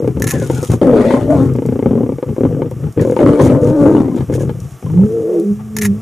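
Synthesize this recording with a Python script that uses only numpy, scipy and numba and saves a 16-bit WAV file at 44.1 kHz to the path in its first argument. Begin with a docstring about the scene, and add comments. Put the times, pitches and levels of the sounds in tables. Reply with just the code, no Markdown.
"""Dry open plain, lions a little left of centre squabbling over food, a camera close to the microphone.
A deep rattling growl, made of uneven vocal fold pulses and single slaps, runs under two loud snarling bouts
of tones and torn air; then one animal whines and moans in nearly pure tones. Filtered noise makes the hisses,
a bright rustle of grass and breath, snapping twigs and faint air; noise bursts make the camera shutter, which
fires twice. The loudest snarls overload the recorder."""
import sys
import numpy as np
from scipy import signal
from scipy.fft import rfft, irfft
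from scipy.io import wavfile
from scipy.ndimage import uniform_filter1d, map_coordinates
from numba import njit

SR = 44100
rng = np.random.default_rng(int(sys.argv[2]) if len(sys.argv) > 2 else 0)


def pcm_store(signal):
    """Save signal as 16-bit PCM."""
    levels = np.round(np.clip(np.atleast_2d(signal), -1, 1) * 32767)
    wavfile.write(sys.argv[1], SR, levels.astype(np.int16).T)


N = 265041
TIME = np.arange(N) / SR


def undb(db):
    """Decibels to gain."""
    return 10 ** (np.asarray(db) / 20)


def unit(x):
    """Scale to rms 1."""
    return x / np.sqrt(np.mean(x ** 2))


def even(x, span_s):
    """Hold the slow level near rms 1 and keep the fast texture."""
    size = max(int(span_s * SR), 8)
    power = uniform_filter1d(uniform_filter1d(x ** 2, size), size)
    floor = 1e-6 * np.mean(x ** 2)
    return x / np.sqrt(np.abs(power) + floor)


def curves(rows):
    """Columns of a table joined by straight lines."""
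    s, *columns = np.transpose(rows)
    return [np.interp(TIME, s, c) for c in columns]


def phrases(tables, fade_s=0.0027):
    """Columns of several tables, led by a gate that is open during each."""
    gate = 0
    for table in tables:
        start, end = table[0][0], table[-1][0]
        inside_s = np.minimum(TIME - start, end - TIME)
        gate = gate + np.clip(inside_s / fade_s + 1, 0, 1)
    return [np.minimum(gate, 1)] + curves(np.vstack(tables))


def swells(rows, attack_s, release_s, sag_db_per_s=0):
    """Gain of (start, length, dB) events: each rises, holds with a steady sag, then dies away."""
    gain = np.zeros(N)
    for start, length, db in rows:
        age = np.maximum(TIME - start, 0)
        rise = np.minimum(age / attack_s, 1)
        release = np.exp(-np.maximum(age - length, 0) / release_s)
        level = undb(db - sag_db_per_s * np.minimum(age, length))
        gain = np.maximum(gain, rise * release * level)
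    return gain


def noise():
    """White noise."""
    return rng.standard_normal(N)


def walk(rate):
    """Random drift of spread near 1: straight lines between `rate` random points per second."""
    return np.interp(TIME * rate, np.arange(4096), rng.standard_normal(4096))


@njit
def svf(x, hz, width):
    """Moving band-pass, gain 1 at the centre."""
    y, b, l = np.empty(len(x)), 0., 0.
    for i in range(len(x)):
        g, k = np.tan(np.pi * hz[i] / SR), width[i] / hz[i]
        v = (b + g * (x[i] + 1e-18 - l)) / (1 + g * (g + k))
        b, l, y[i] = 2 * v - b, l + 2 * g * v, k * v
    return y


def band(x, hz, width):
    """One resonance, fixed or moving."""
    return svf(x, hz * np.ones(N), width * np.ones(N))


def ring(x, modes):
    """A set of fixed resonances."""
    return sum(undb(db) * band(x, hz, width) for hz, width, db in modes)


def colour(x, points):
    """Causal (minimum-phase) filter through (Hz, dB) points."""
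    hz, db = np.transpose(points)
    size = 4096
    bin_hz = np.arange(size // 2 + 1) * SR / size
    log_gain = np.log(undb(np.interp(np.log(bin_hz + 1), np.log(hz), db)))
    cepstrum = irfft(log_gain)[:size // 2]
    cepstrum[0] /= 2
    response = irfft(np.exp(rfft(2 * cepstrum, size)))
    return signal.fftconvolve(x, response)[:N]


def passband(x, low_hz, high_hz, order=2):
    """Steep band limits."""
    sos = signal.butter(order, [low_hz, high_hz], "band", fs=SR, output="sos")
    return signal.sosfilt(sos, x + 1e-18)


def strikes(times, sizes):
    """Impulses at given times."""
    samples = np.clip(np.asarray(times) * SR, 0, N).astype(int)
    return np.bincount(samples, sizes, N + 1)[:N]


def fade(x, decay_s):
    """Each impulse dies away exponentially."""
    return signal.lfilter([1], [1, -np.exp(-1 / (decay_s * SR))], x + 1e-18)


def damped(times, sizes, hz, decay_s, rise_s):
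    """One damped resonance per event, each with its own pitch."""
    t = TIME[:SR // 12]
    envelope = np.exp(-t / decay_s) * (1 - np.exp(-t / rise_s))
    out = np.zeros(N + len(t))
    for at, size, f in zip((times * SR).astype(int), sizes, hz):
        out[at:at + len(t)] += size * np.sin(2 * np.pi * f * t) * envelope
    return out[:N]


def tone(hz, wobble, overtones=()):
    """A tone whose pitch trembles quickly; overtones are (multiple, dB)."""
    phase = 2 * np.pi * np.cumsum(hz * (1 + wobble * walk(150))) / SR
    partials = sum(undb(db) * np.sin(k * phase) for k, db in overtones)
    return np.sqrt(2) * (np.sin(phase) + partials)


def folds(hz, rough, jitter, scatter_db):
    """Vocal fold pulses of uneven spacing and strength."""
    phase = np.cumsum(hz * np.exp(jitter * rough * walk(np.mean(hz)))) / SR
    pulses = np.diff(np.floor(phase), prepend=0)
    return pulses * undb(scatter_db * rough * noise())


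def mouth(x, modes, drift):
    """Resonances that wander in pitch and level as tongue and lips move."""
    drift = np.clip(drift, 0, .2)
    out = 0
    for hz, width, db in modes:
        level = undb(db + 8.3 * walk(21.41))
        out = out + level * band(x, hz * np.exp(drift * walk(14)), width)
    return out


def waver(x, drift, rate):
    """Slide all resonances of a sound up and down together by a wandering delay."""
    lag = uniform_filter1d(walk(rate), SR // 40) * drift * SR / rate / np.sqrt(2)
    return map_coordinates(x, [np.arange(N) + lag], order=3, mode="mirror")


def place(x, pan_db, spread_db):
    """Level difference between the channels (positive is left), plus scatter from ground and bushes."""
    t = TIME[:SR // 4]
    tail = rng.standard_normal((2, len(t))) * np.exp(-t / 0.0068) * (t > .004)
    tail /= np.sqrt(np.sum(tail ** 2, axis=1, keepdims=True))
    scatter = signal.fftconvolve(x[None], tail, axes=1)[:, :N]
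    direct = x * undb(np.array([[pan_db], [-pan_db]]) / 2)
    return direct + undb(spread_db) * scatter


# spectrum of the air over the plain: (frequency [Hz], level [dB])
PLAIN_COLOUR = [(180, -19.5), (300, -2), (439, -1), (509, -27), (663, -2.5), (1020, -15), (1140, -3.5),
                (1490, -13.5), (2930, -19), (3230, -20.5), (4420, -29), (5660, -17.5), (9760, -22),
                (14500, -24), (15500, -66)]


def plain():
    """Faint, nearly steady hiss of the open plain, with a little low rumble: two filtered noises."""
    air = unit(colour(noise(), PLAIN_COLOUR)) * undb(-45.5 + walk(7.1))
    rumble = undb(-49) * unit(passband(noise(), 35, 300))
    return air + rumble


# the two shutter cycles beside the microphone: (time [s])
SHUTTER_TIMES = [.2212, 5.7660]
# blows of mirror and curtains within one cycle: (delay [s], level [dB], decay [s])
SHUTTER_BLOWS = [(0, 0, .0035), (.02, -2.5, 0.0034), (.046, -15.5, .006), (.0495, -5, .004),
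                 (.0545, -4.5, .005), (.066, -9, 0.0091), (.072, -15, .008), (.082, -6, .006),
                 (.0875, -2.5, .004), (.095, -9.5, 0.0057)]
# spectrum of the camera body: (frequency [Hz], level [dB])
SHUTTER_COLOUR = [(530, -29), (900, -11.5), (1260, -15), (1370, -5), (1590, -25), (1670, -5), (1750, 1),
                  (3380, -18.5), (3710, -12.5), (5060, -19.5), (6580, -7), (8440, -16), (10100, -7.5),
                  (14400, -19), (15500, -19)]


def shutter():
    """Mirror and curtains strike the camera body, whose spring rings briefly."""
    blows = 0
    for delay, db, decay in SHUTTER_BLOWS:
        sizes = undb(db) * np.ones(len(SHUTTER_TIMES))
        blows = blows + fade(strikes(np.add(SHUTTER_TIMES, delay), sizes), decay)
    rattle = blows * noise()
    spring = ring(rattle, [(1790, 120, -1.5), (1870, 92, -7), (6100, 900, -8), (11400, 1100, -19)])
    return undb(-1) * colour(rattle, SHUTTER_COLOUR) + undb(-8) * spring


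# bright rustle and breath: scuffed grass, the hiss of the snarls, a faint rise of air:
# (start [s], length [s], level [dB])
RUSTLES = [(.325, 0.31, -38.5), (.49, 0.19, -35.5), (.62, .03, -34.5), (.695, 0.043, -32.5),
           (1.0, 0.239, -49), (1.3, .17, -49), (3.003, .02, -40), (3.04, .2, -47.5), (3.41, 0.062, -34.5),
           (3.61, 0.095, -45), (3.76, 0.23, -48.5), (4.15, 0.035, -48), (4.317, 0.044, -39),
           (4.385, 0.048, -42), (4.6, 0.46, -53), (5.05, 0.52, -52.5)]
# spectrum of the rustle: (frequency [Hz], level [dB])
RUSTLE_COLOUR = [(880, -1.5), (1500, -22), (2310, -8), (3430, -5.5), (4410, -12), (6740, 1.5), (7720, -6),
                 (9630, -3.5), (10800, -9), (14400, -16.5), (15000, -23)]
# dry twigs snapping: (time [s], level [dB])
TWIGS = [(.0765, -29), (.1988, -24.5), (0.473, -23), (.5147, -27), (.6135, -28), (0.6295, -18), (.668, -32),
         (1.5369, -32), (1.563, -33), (1.662, -29.5), (2.7108, -31.5), (2.9247, -31), (3.0123, -21.5),
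         (4.3488, -24), (4.602, -26.5), (5.3978, -30)]


def rustle():
    """Scuffed grass, the hiss of the snarls and a faint rise of air, all crackling noise; twigs snap."""
    level = swells(RUSTLES, attack_s=0.0075, release_s=.015, sag_db_per_s=10)
    crackle = noise() * undb(5.3 * walk(500))
    s, db = np.transpose(TWIGS)
    snaps = fade(strikes(s, undb(db)), 0.0022) * noise()
    return level * unit(colour(crackle, RUSTLE_COLOUR)) + undb(-0.5) * passband(snaps, 4900, 11600)


# whine sliding into a moan: (time [s], pitch [Hz], fundamental level [dB], second partial level [dB])
WHINE = [(4.9, 140, -26, -27.5), (4.985, 184, -6, -30.5), (5.05, 206.8, -10.5, -19.5),
         (5.09, 217.3, -28, -19.5), (5.164, 229, -42, -16), (5.4, 209.8, -33, -20.5),
         (5.46, 207, -17.5, -23), (5.518, 197, -12, -24), (5.56, 211.2, -28.5, -42),
         (5.7, 217.5, -29.5, -46), (5.826, 210.3, -19, -23), (5.904, 196.7, -11.5, -30.5),
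         (6.01, 225, -34, -48)]
# a second tone, lower than the whine's second partial: (time [s], pitch [Hz], level [dB])
UNDERTONE = [(5.1, 342, -27), (5.17, 341.5, -21.5), (5.232, 308, -22), (5.316, 366.5, -16),
             (5.4, 329.5, -9), (5.47, 380, -33)]
# a creak an octave below the moan: (start [s], length [s], level [dB])
CREAK = [(5.78, 0.203, -22.5)]


def whine():
    """A nearly pure voice rises, splits into two tones, turns hoarse and settles to a creaky closed-mouth moan."""
    gate, hz, first_db, second_db = phrases([WHINE])
    phase = 2 * np.pi * np.cumsum(hz * (1 + 0.019 * walk(70))) / SR
    upper = np.sin(2 * phase) + undb(-27.0) * np.sin(3 * phase)
    voice = gate * (undb(first_db + 3.5) * np.sin(phase) + undb(second_db + 3.5) * upper)
    creak = swells(CREAK, attack_s=0.069, release_s=.03) * np.sqrt(2) * np.sin(phase / 2)

    gate, under_hz, under_db = phrases([UNDERTONE])
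    under = np.pi * np.cumsum(under_hz * (1 + 0.013 * walk(70))) / SR
    split = np.sin(2 * under) + undb(-35) * np.sin(4 * under)
    split += undb(-17.0) * np.sin(under)  # every other cycle is weaker
    split += undb(-30.0) * np.sin(2 * (under + phase))  # the two tones modulate each other

    # hoarse noise climbs to its peak at 5.35 s, then clears faster [dB per s]
    late = TIME - 5.35
    hoarse_db = -16.5 + np.minimum(70 * late, -177 * late)
    hoarse = unit(band(band(noise(), 473, 76), 443, 110)) * undb(hoarse_db)
    return voice + creak + gate * undb(under_db) * split + hoarse


# open-mouthed hisses: (start [s], length [s], level [dB], setting of the teeth's part against it [dB])
HISSES = [(.315, 0.042, -27.5, -18), (.38, 0.27, -37, -5), (0.694, 0.04, -30, -13),
          (0.956, 0.198, -34.5, 4.5), (2.814, 0.054, -41.5, -20), (2.987, 0.047, -34, -1),
          (3.4, .09, -35.5, -1), (4.159, .05, -39, 0), (4.317, 0.013, -32.5, 2), (4.38, 0.051, -46, -7),
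          (4.486, 0.012, -37, -5), (5.586, 0.018, -39.5, -25)]
# wandering resonances of the open mouth, also in the snarls: (frequency [Hz], width [Hz], level [dB])
MOUTH = [(878, 110, 13.5), (970, 36, -1), (1314, 100, 5)]
# hissing resonances between the teeth, also in the snarls: (frequency [Hz], width [Hz], level [dB])
TEETH = [(1390, 130, -3), (1800, 200, 0), (2130, 250, -2), (3050, 350, -11), (3800, 400, -19),
         (6000, 1800, -25)]


def hiss():
    """A lion hisses with its jaws open, noise through mouth resonances; bared teeth make it brighter."""
    start, length, db, teeth_db = np.transpose(HISSES)
    air = noise() * undb(5.7 * walk(200))
    jaws = even(passband(mouth(air, MOUTH, drift=0.16), 540, 3000), 0.041)
    teeth = even(passband(mouth(air, TEETH, drift=0.072), 1160, 5600), 0.033)
    jaws_gain, teeth_gain = (swells(zip(start, length, level_db), attack_s=0.014, release_s=.014)
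                             for level_db in (db, db + teeth_db - 6))
    return jaws * jaws_gain + teeth * teeth_gain


# short rising yowls within the growl: (start [s], length [s], from [Hz], to [Hz], level [dB])
YOWLS = [(1.89, .06, 580, 900, -35), (1.975, .075, 620, 930, -36), (2.49, .04, 560, 780, -37),
         (2.57, .045, 460, 780, -32)]


def yowls():
    """Thin, rough tones that slide upwards."""
    out = np.zeros(N)
    for start, length, from_hz, to_hz, db in YOWLS:
        part = np.clip((TIME - start) / length, 0, 1)
        arch = np.sqrt(np.abs(np.sin(np.pi * part)))
        out += undb(db) * arch * tone(from_hz + (to_hz - from_hz) * part, wobble=0.0195)
    return out


# deep growls, one per push of air: (start [s], length [s], chest level [dB], throat level [dB])
GROWLS = [(-.03, .14, -14.5, -16), (0.146, 0.13, -13, -14.5), (0.318, 0.14, -15, -14.5),
          (0.48, 0.15, -16, -18.5), (0.686, 0.055, -7.5, -11.5), (.81, 0.28, -20.5, -8.5),
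          (1.159, 0.14, -17, -14), (1.31, .16, -12, -13), (1.459, .13, -12, -15),
          (1.634, 0.13, -15.5, -16.5), (1.815, 0.25, -15.5, -10.5), (2.086, 0.072, -21.5, -26),
          (2.258, 0.062, -15.5, -16), (2.402, .1, -14.5, -14), (2.487, .18, -17.5, -13),
          (2.683, 0.13, -21.5, -28.5), (2.815, 0.065, -16.5, -22), (2.962, 0.082, -10.5, -5.5),
          (3.051, 0.096, -21.5, -13), (3.217, 0.087, -13.5, -6), (3.389, 0.17, -9.5, -6),
          (3.611, 0.098, -12.5, -11), (3.799, 0.082, -15, -9), (3.899, 0.23, -20, -15),
          (4.18, 0.042, -12, -19), (4.277, .23, -12.5, -15), (4.516, 0.14, -20, -34.5),
          (4.709, 0.036, -28.5, -50), (4.83, 0.13, -15, -26), (4.919, .13, -13, -16),
          (5.066, 0.17, -27.5, -24.5), (5.494, 0.25, -28.5, -42), (5.744, 0.24, -25.5, -32)]
# chest resonances: (frequency [Hz], width [Hz], level [dB])
CHEST = [(80, 23, -30), (127.4, 41.3, 16), (160, 32, -17)]
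# spectrum of the growling throat: (frequency [Hz], level [dB])
GROWL_THROAT = [(100, -28), (170, 5), (205, -6), (243, 7.5), (312, -1.5), (470, 1), (516, -5.5),
                (690, -27.5), (864, -23), (1050, -41), (1170, -23), (1280, -30), (1930, -39.5), (3410, -46),
                (4000, -69), (5200, -82), (8800, -120)]


def growl(slap_s):
    """Slow, uneven pulses boom in the chest and rattle in the throat."""
    start, length, chest_db, throat_db = np.transpose(GROWLS)
    chest_level, throat_level = (
        swells(zip(start, length, db), attack_s=0.016, release_s=0.023, sag_db_per_s=13)
        for db in (chest_db, throat_db))
    pulses = folds(52, rough=1, jitter=.3, scatter_db=4.0)
    air = fade(pulses, 0.012) * noise()
    chest = passband(ring(pulses + 0.042 * air, CHEST), 61.0, 177, order=3)
    throat = waver(colour(pulses + 0.077 * air, GROWL_THROAT), drift=.07, rate=13)
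    # while the folds slap singly they flutter less
    midpoints = (slap_s[1:] + slap_s[:-1]) / 2
    gap_s = np.abs(TIME - slap_s[np.searchsorted(midpoints, TIME)])
    held = np.exp(-(gap_s / .022) ** 2)
    chest_gain = (1 - .3 * held) * chest_level
    throat_gain = (1 - .62 * held) * throat_level * undb(-2.0)
    return chest_gain * even(chest, 0.028) + throat_gain * even(throat, 0.025)


# slaps given one by one, loud and soft, some within or ending a rattle:
# (time [s], level [dB], rasp level against it [dB], jaw opening [0-1])
SINGLE_SLAPS = [(.076, -1, -23, 0.65), (.336, -5.5, -25, 0.07), (.42, -7, -27, 1),
                (.499, -1.5, -15.5, 0.73), (.628, -7, -21, .8), (.736, -2.5, -22, 0),
                (.819, -0.5, -29, 0.87), (1.106, 1, -13, 0.1), (1.138, 5, -24, 0.04),
                (1.859, 5.5, -30, .05), (2.007, 1, -40, 0), (2.184, -10.5, -21, 0.97),
                (2.227, -5, -20, 0.83), (2.289, -9, -22, 0.08), (2.364, -14, -18, 0.87),
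                (2.451, 3, -28, 0.24), (2.51, -8.5, -31, 0.88), (2.619, -6, -15.5, 0.86),
                (2.713, -15, -17, 1), (3.165, -1, -11.5, 0.93), (3.19, 0, -13.5, 0.78),
                (3.208, -0.5, -17, 0.94), (3.396, 3.5, -18, 0.7), (3.499, -0.5, -24, 0.47),
                (3.52, 1.5, -22, 0.55), (4.494, -7, -14.5, 0.63)]
# rattles, runs of slaps of the slack vocal folds:
# (start [s], length [s], rate [slaps/s], level [dB], rasp level against it [dB], jaw opening [0-1])
RATTLES = [(.002, .055, 48, -6.5, -28.5, .85), (.17, .085, 29, -7.5, -23.5, 0.38),
           (1.553, .285, 29.4, -3.5, -24, 0.21), (1.909, .08, 44.5, 0, -30.5, 0.12),
           (2.032, .105, 33.5, -3, -27, 0.25), (2.381, .06, 37.3, -2, -28.5, .4),
           (2.567, .1, 38, -9.5, -40, 0.45), (2.975, .04, 41.3, -1.5, -23.5, 0.63),
           (3.05, .085, 42, -0.5, -27, 1), (4.083, .135, 32.7, -11.5, -18.5, 0.24),
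           (4.298, .145, 36.8, -5, -27.5, 0.61), (4.552, .06, 28, -25, -25, .5),
           (4.826, .21, 27, -19.5, -12.5, 0.2)]


def slap_events():
    """Every slap as (s, dB, rasp dB, jaw opening), in order: those given one by one and the uneven runs."""
    rows = list(SINGLE_SLAPS)
    for start, length, rate, db, rasp_db, jaw in RATTLES:
        chance = rng.standard_normal(size=(16, 3))
        for age, (late, louder, wider) in zip(np.arange(0, length, 1 / rate), chance):
            rows.append((start + age + .0005 * late, db + 1.5 * louder, rasp_db, jaw + 0.094 * wider))
    return np.array(sorted(rows))


# the throat's two ringing resonances:
# (jaws shut [Hz], jaws open [Hz], level shut [dB], level open [dB], rise [s])
SLAP_MODES = [(230, 371, 1.5, -8.5, 0.0036), (442, 490, -14, -0.5, 0.0022)]
# spectrum of the crack of a slap: (frequency [Hz], level [dB])
CRACK = [(60, -33.5), (140, -6), (240, 0), (380, 2.5), (520, -2), (620, -15.5), (720, -20.5), (1200, -30.5),
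         (4000, -96)]
# rasp resonances of the mouth: (frequency [Hz], width [Hz], level [dB])
SLAP_RASP = [(860, 110, -1), (1180, 170, -2), (1520, 220, -8), (2050, 300, -11), (2900, 500, -21)]


def slaps(events):
    """The folds slap and rebound: a crack; throat rings (retuned by the jaws), chest thumps, mouth barks."""
    s, db, rasp_db, jaw = events.T
    jaw = np.clip(jaw, 0, 1)
    detune = np.exp(0.053 * rng.standard_normal(len(s)))
    throat = 0
    for shut_hz, open_hz, shut_db, open_db, rise_s in SLAP_MODES:
        sizes = undb(db + shut_db + jaw * (open_db - shut_db))
        hz = detune * (shut_hz + jaw * (open_hz - shut_hz))
        throat = throat + damped(s, sizes, hz, 0.0091, rise_s)
    rebound_s = rng.uniform(0.00398, 0.008, len(s))
    push = strikes(s, undb(db)) + strikes(s + rebound_s, undb(db - 3.5))
    crack = undb(31) * colour(push, CRACK)
    chest = passband(band(strikes(s, undb(db - 12.5)), 141, 46), 44, 350)
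    body = undb(-1) * passband(throat, 125, 770) + crack + undb(41.0) * chest

    sharp = strikes(s, undb(db + rasp_db))
    torn_air = 0.1 * fade(sharp, 0.0048) * noise()
    rasp = undb(27.0) * passband(ring(sharp + torn_air, SLAP_RASP), 600, 2900)
    bark = undb(6.5) * damped(s, undb(db + rasp_db), 887 * detune ** 2, 0.0044, rise_s=0.002)
    return body, rasp + bark


# three snarls in two bouts: (time [s], pulse rate [Hz], low tone [Hz], upper tone [Hz],
# low voice level [dB], upper voice level [dB], rasp level [dB])
SNARLS = [
    [(.815, 60.04, 289, 569, -10.5, -12, -31), (.85, 75, 282.3, 543.8, -12.5, -10.5, -30),
     (.93, 105.1, 227.8, 479.5, -8.5, -6.5, -34), (.99, 115, 242.4, 410, -11.5, -8, -27),
     (1.08, 120.2, 230.8, 587.6, -16, -12.5, -31.5), (1.135, 115, 218.6, 553, -20, -13, -25.5),
     (1.19, 122, 257, 605.7, -25, -17, -33), (1.27, 135, 263.9, 570, -28, -28, -40.5)],
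    [(1.28, 139.9, 276.1, 581, -28, -20, -46), (1.305, 150.1, 298.7, 615.5, -7, -6, -30),
     (1.34, 148, 288.2, 668, -11, -14.5, -34), (1.41, 132.1, 261.2, 505, -9, -22, -35),
     (1.5, 119.7, 279.3, 438.3, -23, -32, -42)],
    [(3.195, 72, 360, 630, -11, -10.5, -32.5), (3.28, 97.06, 285.7, 500, -9.5, -9.5, -27.5),
     (3.36, 125, 297.5, 435, -14, -14, -32), (3.41, 107.5, 275, 570.7, -14, -15.5, -25.5),
     (3.52, 117.9, 247.4, 585, -15, -13.5, -29.5), (3.61, 142.3, 297.4, 489.7, -16.5, -12.5, -44),
     (3.67, 152.9, 307, 484.3, -19.5, -9.5, -35.5), (3.75, 152.3, 303.2, 560.1, -13.5, -21.5, -41),
     (3.84, 114.8, 281, 557, -8, -12, -31.5), (3.91, 93.1, 315.5, 462.6, -9.5, -12.5, -38.5),
     (4.02, 79.88, 262.5, 439.5, -6, -25, -33), (4.09, 70.4, 254.4, 438.5, -17, -43, -50),
     (4.21, 54.01, 247, 453.5, -17, -45, -44), (4.24, 50.09, 244.6, 445, -34, -49, -62)],
]
# the faster the folds beat, the smoother and clearer the voice:
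# (pulse rate [Hz], roughness [0-1], clear share of the low tone [0-1], of the upper tone [0-1])
SNARL_TEXTURE = [(55, .7, .25, .35), (105, .5, .72, .58), (155, .24, .92, .75)]
# overtones of the low snarl tone: (multiple [-], level [dB])
OVERTONES = [(2, -18), (3, -22), (4, -26), (5, -32)]


def snarls():
    """Two tones ride on fast, uneven pulses; air tears through the mouth and past the teeth on each pulse."""
    gate, hz, low_hz, high_hz, low_db, upper_db, rasp_db = phrases(SNARLS, fade_s=0.00093)
    rates, *texture = np.transpose(SNARL_TEXTURE)
    rough, low_clear, high_clear = (np.interp(hz, rates, column) for column in texture)
    pulses = folds(hz, rough, jitter=.25, scatter_db=5.5)
    air = fade(pulses, 0.0048) * noise()
    source = pulses + 0.077 * rough * air
    rough_low = even(passband(band(source, low_hz * 1.134, 137), 173, 344), 0.03)
    rough_upper = even(passband(band(source, high_hz, 210), 400, 656, order=4), 0.016)

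    # each closing of the folds feeds the low tone, so slow pulses make it flutter
    flutter = even(fade(fade(pulses, 0.0053), 0.00091), 0.083)
    clear_low = flutter * tone(low_hz, wobble=0.0305, overtones=OVERTONES)
    flicker = undb(2.5 * (walk(30) - .3))
    clear_upper = tone(high_hz, wobble=0.029) * flicker
    low = np.sqrt(1 - low_clear) * rough_low + np.sqrt(low_clear) * clear_low
    upper = np.sqrt(1 - high_clear) * rough_upper + np.sqrt(high_clear) * clear_upper
    voice = low * undb(low_db) + upper * undb(upper_db - 2.5)

    rasp = even(passband(mouth(pulses + 0.095 * air, MOUTH, drift=0.11), 690, 1620), 0.11)
    teeth = even(passband(mouth(pulses + 0.24 * air, TEETH, drift=0.073), 1330, 5400), 0.055)
    spit = even(passband(air, 5500, 10200), 0.054)
    torn = rasp + undb(-10.5) * teeth + undb(-17.5) * spit
    return gate * voice, gate * torn * undb(rasp_db)


def scene():
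    """The squabbling lions are a little to the left, the whine near the centre, the camera close and central."""
    events = slap_events()
    slap, slap_rasp = slaps(events)
    snarl, snarl_rasp = snarls()
    background = place(plain(), pan_db=-1.5, spread_db=-19)
    camera = place(shutter(), pan_db=0, spread_db=-10)
    bright = place(rustle(), pan_db=1.5, spread_db=-7)
    moan = place(whine(), pan_db=-0.1, spread_db=-14.5)
    rasps = place(slap_rasp + snarl_rasp + hiss(), pan_db=6.5, spread_db=-3)
    deep = place(growl(events[:, 0]) + slap + yowls(), pan_db=2.8, spread_db=-17)
    loud = place(snarl, pan_db=3.3, spread_db=-16)
    return background + camera + bright + moan + rasps + deep + loud


def record(dry):
    """The recorder flattens peaks near full scale and cuts the top above 15.2 kHz."""
    knee = 8  # higher is a harder corner
    clipped = dry / (1 + np.abs(dry) ** knee) ** (1 / knee)
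    return signal.sosfilt(signal.ellip(8, .2, 70, 15200, fs=SR, output="sos"), clipped)


dry = scene()
out = record(dry)
pcm_store(out)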